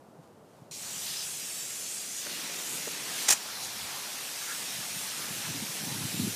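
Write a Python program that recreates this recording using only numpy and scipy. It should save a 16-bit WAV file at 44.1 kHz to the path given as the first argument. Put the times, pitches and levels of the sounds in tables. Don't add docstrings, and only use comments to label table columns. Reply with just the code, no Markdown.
import sys
import numpy as np
from scipy import signal
from scipy.fft import rfft, irfft
from scipy.io import wavfile
from scipy.ndimage import uniform_filter1d

SR = 44100
rng = np.random.default_rng(int(sys.argv[2]) if len(sys.argv) > 2 else 0)


def transcribe(signal):
    frames = np.atleast_2d(signal).T
    limited = np.clip(frames, -1, 1)
    pcm = np.round(limited * 32767).astype(np.int16)
    wavfile.write(sys.argv[1], SR, pcm)


N = 280123
TIME = np.arange(N) / SR
HZ = np.fft.rfftfreq(N, 1 / SR)
FRAMES = np.arange(N // 128 + 5) * 128 / SR
BINS = np.fft.rfftfreq(512, 1 / SR)


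def gain_of(db):
    return 10 ** (np.asarray(db) / 20)


def evened(x):
    return x / np.sqrt(np.mean(x ** 2) + 1e-20)


def read(points, hz):
    f, db = np.transpose(points)
    return np.interp(np.log(hz + 1), np.log(f + 1), db)


def follow(rows, t):
    s, *columns = np.transpose(rows)
    return [np.interp(t, s, c) for c in columns]


def coloured(x, colour):
    spectrum = rfft(x) * gain_of(read(colour, HZ))
    return evened(irfft(spectrum, N))


def flutter(rate):
    spectrum = rfft(rng.standard_normal(N)) * np.exp(-(HZ / rate) ** 2)
    return evened(irfft(spectrum, N))


def impacts(per_s, spread_db):
    size = gain_of(spread_db * np.minimum(rng.exponential(1, N), 4))
    sign = rng.choice([-1, 1], N)
    lands = rng.random(N) < per_s / SR
    return size * sign * lands


def bell(x, centre, width):
    return np.exp(-.5 * ((x - centre) / width) ** 2)


def swell(s, db, half):
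    return gain_of(db) * bell(TIME, s, half)


def swells(rows):
    return np.sqrt(sum(swell(*row) ** 2 for row in rows))


def patches(frames, bins):
    field = rng.standard_normal((len(FRAMES), len(BINS)))
    along_time = uniform_filter1d(field, round(frames), axis=0)
    return evened(uniform_filter1d(along_time, round(bins), axis=1))


def shaded(x, gains):
    z = signal.stft(x, nperseg=512, noverlap=384)[2]
    return signal.istft(z * gains[:z.shape[1]].T, nperseg=512, noverlap=384)[1][:N]


def yard():
    # (frequency [Hz], density [dB])
    yard_colour = [(20, -45), (45, -26), (85, -12.5), (130, -5.5), (200, -6), (290, -7), (420, -5.5),
                   (700, -7), (1000, -12.5), (1300, -17), (2100, -28), (4000, -31.5), (10000, -33.5),
                   (15000, -40)]
    return gain_of(-55.5) * coloured(rng.standard_normal(N), yard_colour)


def wind(lumpy_db=2.0, breeze_db=-1.5, buffet_db=1.0, low_cut_hz=58):
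    # (time [s], level [dB], bell half length [s])
    gusts = [(.4, -58, 0.071), (.95, -57, .17), (1.3, -56, .04), (3.75, -58, 0.16), (4.9, -54, 0.21),
             (5.33, -48.5, 0.086), (5.56, -40.5, 0.07), (5.97, -42, 0.13), (6.235, -30, 0.047)]
    # (time [s], level [dB])
    buffet_rows = [(.09, -50), (.196, -44.5), (.623, -44), (.712, -48.5), (.925, -50), (1.115, -47),
                   (4.79, -43.5), (4.971, -44), (5.31, -39.5), (5.505, -36), (5.63, -35), (5.7, -42),
                   (5.755, -45), (5.835, -36.5), (5.875, -35.5), (5.924, -33.5), (6.015, -33.5),
                   (6.053, -32.5), (6.147, -31.5), (6.199, -29)]
    # (frequency [Hz], density [dB])
    wind_colour = [(20, -44), (40, -24), (70, -18), (105, -2), (145, 0.5), (210, -0.5), (290, -9),
                   (400, -15), (700, -37), (2000, -68)]
    # (frequency [Hz], density [dB])
    roar_colour = [(120, -37), (235, 3), (320, -4), (480, -19), (800, -36), (2000, -66)]
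    calm_db = -74
    half_s, buffet_hz, spread_octaves = 0.0053, 174.6, .35
    roar_db, roar_from_db, roar_growth = -7.5, -31.5, 1.57

    lumps_db = lumpy_db * flutter(27)
    breeze = np.hypot(gain_of(calm_db), swells(gusts)) * gain_of(breeze_db + lumps_db)
    pressure = breeze * coloured(rng.standard_normal(N), wind_colour)

    buffets = [swell(s, db + buffet_db, half_s) for s, db in buffet_rows]
    draws = rng.uniform(-1, 1, (len(buffets), 2))
    for push, (pitch, phase) in zip(buffets, draws):
        hz = buffet_hz * 2 ** (spread_octaves * pitch)
        pressure += push * np.sin(2 * np.pi * hz * TIME + np.pi * phase)

    force = np.hypot(breeze, sum(buffets)) / gain_of(roar_from_db)
    roar = gain_of(roar_from_db + roar_db) * force ** roar_growth
    pressure += roar * coloured(rng.standard_normal(N), roar_colour)
    low_cut = signal.butter(2, low_cut_hz, "high", fs=SR, output="sos")
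    return signal.sosfilt(low_cut, pressure)


def rustle():
    # (time [s], level [dB], bell half length [s])
    rustle_rows = [(.238, -69, .018), (.276, -61, .0008), (.57, -68.5, 0.087), (.61, -68, .001)]
    colour = [(500, -20), (1700, 2), (4000, 1), (8000, -1), (15000, -10)]  # (Hz, dB)
    return swells(rustle_rows) * coloured(impacts(6000, 3), colour)


def valve(rise=0.0017):
    open_s = .711
    return np.clip((TIME - open_s) / rise + .5, 0, 1)


def landing():
    # ground (three rows), edge of the load, near the rim, then inside the tub;
    # (arrival [s], splash [dB], drumming of the surface [dB], patter on soil [dB]), before trims
    spots = np.array([ (.8, -49, -56, -71), (1.03, -47, -56.5, -78), (1.33, -48.5, -62, -61.5),
                      (2.25, -42.5, -54, -51), (3.04, -41, -48, -52), (3.35, -45.5, -49.5, -59.5),
                      (3.8, -44, -51, -59.5), (5.15, -43.5, -51, -54), ])
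    swing_s = 0.09
    first_spray_db = -12
    before = spots[0, 1:] + first_spray_db
    steps = np.diff(np.vstack([before, spots[:, 1:]]), axis=0)
    arrived = np.clip((TIME - spots[:, :1]) / swing_s + .5, 0, 1)
    return before[:, None] + steps.T @ arrived


def soil():
    # (frequency [Hz], density [dB])
    soil_colour = [(50, -55), (95, -28), (150, -0.5), (230, 0.5), (330, -1.5), (470, -2), (700, -9.5),
                   (1400, -27), (4000, -53)]
    return gain_of(landing()[2]) * coloured(impacts(900, 1.64), soil_colour)


def splats():
    # (time [s], level [dB], centre [Hz], width [octaves], bell half length [s])
    splat_rows = [(2.272, -44, 440, 0.7, 0.0075), (2.269, -38.5, 1540, 0.53, .002),
                  (2.878, -39, 383, 0.97, 0.006), (2.878, -40, 1000, 0.8, 0.0024),
                  (3.83, -51, 78, 0.3, 0.016), (3.94, -49.5, 930, 0.49, 0.11),
                  (4.508, -40.5, 1560, 0.25, 0.029), (5.0, -46, 9100, .04, 0.066),
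                  (5.24, -48.5, 1320, 0.22, 0.073), (5.452, -42, 2400, 1, 0.064),
                  (5.904, -49.5, 900, 0.16, 0.026)]
    out = np.zeros(N)
    for s, db, centre_hz, octaves, half in splat_rows:
        hollow = bell(np.log2((HZ + 1) / centre_hz), 0, octaves)
        burst = irfft(rfft(rng.standard_normal(N)) * hollow, N)
        out += swell(s, db, half) * evened(burst)
    return out


def rap(trim_db=1.1):
    # (time [s], level [dB], bell half length [s])
    rap_rows = [(3.289, -17.5, 0.0031), (3.2928, -19, 0.001), (3.3072, -17.5, 0.0036),
                (3.3135, -19.5, 0.0022), (3.326, -20, 0.004), (3.333, -25.5, 0.0033), (3.314, -25, 0.019)]
    # (frequency [Hz], density [dB])
    rap_colour = [(60, -36.5), (130, -10), (260, -13), (400, -11), (700, -3), (1300, -5), (1900, -4.5),
                  (3500, -2.5), (4900, -4), (5800, 0.5), (7300, 1), (9000, -2), (12000, -8), (15000, -10)]
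    # (frequency [Hz], width [Hz], gain over the bare impacts [dB])
    rim = [(1900, 130, 2.5), (2500, 110, 1), (4670, 75, -6), (5160, 97, 2), (5770, 170, 5), (6140, 70, 6),
           (6400, 110, -3), (6830, 110, 2), (7380, 150, 3), (8100, 51, 8), (8750, 100, 3), (10600, 200, -2)]
    volley = swells(rap_rows) * coloured(impacts(16000, 1.0), rap_colour)
    ring = 1 + sum(gain_of(db) / (1 + 2j * (HZ - f) / width) for f, width, db in rim)
    ringing = evened(irfft(rfft(volley) * ring, N))
    return gain_of(trim_db) * volley.std() * ringing


def splash(splash_trim_db=-1.0, tub_trim_db=-1.0, ticks_db=-12, flutter_db=0.1, hollows_db=2.0):
    # (frequency [Hz], density [dB])
    splash_colour = [(500, -40), (1100, -7), (1700, -2), (2600, -0.5), (3600, -3.5), (4800, -7),
                     (7000, -14), (15000, -39)]
    # (frequency [Hz], density [dB])
    tub_colour = [(200, -26), (450, -14), (700, -2), (900, -0.5), (1200, -5.5), (1700, -5.5), (3500, -45)]
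    tick_colour = [(400, -25.5), (1500, -9), (5000, 7), (9000, 1), (15000, -4)]  # (Hz, dB)
    sway_db = -0.02 * flutter(6.6)
    splash_db, drum_db = landing()[:2] + sway_db
    surge_db = flutter_db * flutter(37)
    wet = gain_of(splash_db + splash_trim_db) * coloured(impacts(7000, 2.85), splash_colour)
    drum = gain_of(drum_db + tub_trim_db) * coloured(impacts(3000, 2.7), tub_colour)
    ticks = gain_of(splash_db + ticks_db) * coloured(impacts(450, 5.4), tick_colour)
    hollows = gain_of(hollows_db * patches(10, 2))
    return (shaded(wet + drum, hollows) + ticks) * gain_of(surge_db)


def hiss(band_octaves=0.31, patchy_db=2.5, mist_rest_db=-9, trim_db=-0.1):
    # (time [s], level [dB])
    hiss_level = [(.72, -44), (1.0, -38.5), (1.6, -39.5), (2.05, -39.5), (2.3, -41), (3.05, -40.5),
                  (3.24, -36), (3.4, -42.5), (4.2, -41.5), (4.5, -39.5), (5.1, -39.5), (5.3, -40.3),
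                  (6.35, -39)]
    # (frequency [Hz], density [dB])
    hiss_colour = [(1000, -39), (2200, -9), (3500, -3), (4700, -2), (5800, 0.5), (7000, -0.5), (8500, -2),
                   (10500, -5.5), (12500, -8.5), (15000, -11.5)]
    # (time [s], height [dB], centre [Hz])
    bright = [(.72, 1.5, 6600), (.95, 4.5, 7600), (1.15, -3, 7050), (1.3, 3.5, 7600), (2.1, 5.5, 7700),
              (2.3, -4, 7000), (2.7, 2, 7200), (3.2, -1.5, 6200), (3.5, 4.5, 4300), (4.1, 3, 4140),
              (4.6, -1, 6500)]
    # (time [s], level [dB])
    mist_level = [(.72, -54.5), (1.0, -47.5), (1.4, -48), (2.5, -49.5), (2.72, -44), (3.02, -49),
                  (3.22, -44.5), (3.4, -51), (4.4, -47.5), (5.05, -46), (5.55, -47.5), (6.35, -44)]
    # (time [s], delay [ms])
    path = [(0.72, 0.834), (0.95, 0.78), (1.2, 0.73), (1.35, 0.878), (1.48, 1.031), (1.62, 1.005),
            (1.8, 0.897), (2.03, 0.81), (2.2, 0.909), (2.5, 0.95), (2.85, 1.155)]
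    reflections = [(.97, -0.11), (1.19, -.34), (1.35, -.11), (1.46, -0.0045)]
    # (time [s], bell half length [s], boost [dB], centre [Hz], width [octaves])
    surges = [(.75, 0.045, 3, 6600, .04), (1.095, 0.038, 1, 4280, 0.44), (1.213, 0.023, 7, 5070, 0.11),
              (1.284, 0.036, 3.5, 8800, 0.13), (1.57, 0.071, 4.5, 7750, .08), (1.927, .04, 4.5, 8400, .2),
              (2.18, 0.028, 4.5, 7600, 0.32), (2.733, 0.095, 4, 7500, 0.29),
              (3.643, 0.023, 4.5, 5770, 0.55)]
    close_s, close_half_s, far_strength, close_extra = 1.5, 0.37, 0.048, 0.82

    t, octave = FRAMES[:, None], np.log2(BINS + 1)
    level_db = follow(hiss_level, t)[0]
    band_db, centre_hz = follow(bright, t)
    band = band_db * bell(octave, np.log2(centre_hz), band_octaves)
    mist_db = follow(mist_level, t)[0] - level_db - mist_rest_db + band_db / 2
    mist = mist_db * np.clip((BINS - 8000) / 3500, 0, 1)

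    strength = far_strength + close_extra * bell(t, close_s, close_half_s)
    turns = BINS * follow(path, t)[0] / 1000
    echoes = sum(g * np.exp(-2j * np.pi * turns * k) for k, g in reflections)
    comb = 1 + strength * echoes

    shape_db = read(hiss_colour, BINS) + band + mist + patchy_db * patches(23, 2)
    shape = abs(comb) * gain_of(shape_db)
    core = (BINS > 4500) & (BINS < 10000)
    shape /= np.sqrt(np.mean((shape * core) ** 2, axis=1, keepdims=True))
    surge_db = sum(db * bell(t, s, half) * bell(octave, np.log2(hz), width)
                   for s, half, db, hz, width in surges)
    return shaded(rng.standard_normal(N), shape * gain_of(level_db + surge_db + trim_db))


def scene():
    background = yard() + wind() + rustle()
    spray = valve() * (soil() + splash() + hiss())
    mono = background + splats() + rap() + spray
    return np.array([mono, mono])


def record(dry):
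    low_pass = signal.firwin(701, 15030, window=("kaiser", 9), fs=SR)
    return signal.oaconvolve(dry, low_pass[None], "same")


dry = scene()
out = record(dry)
transcribe(out)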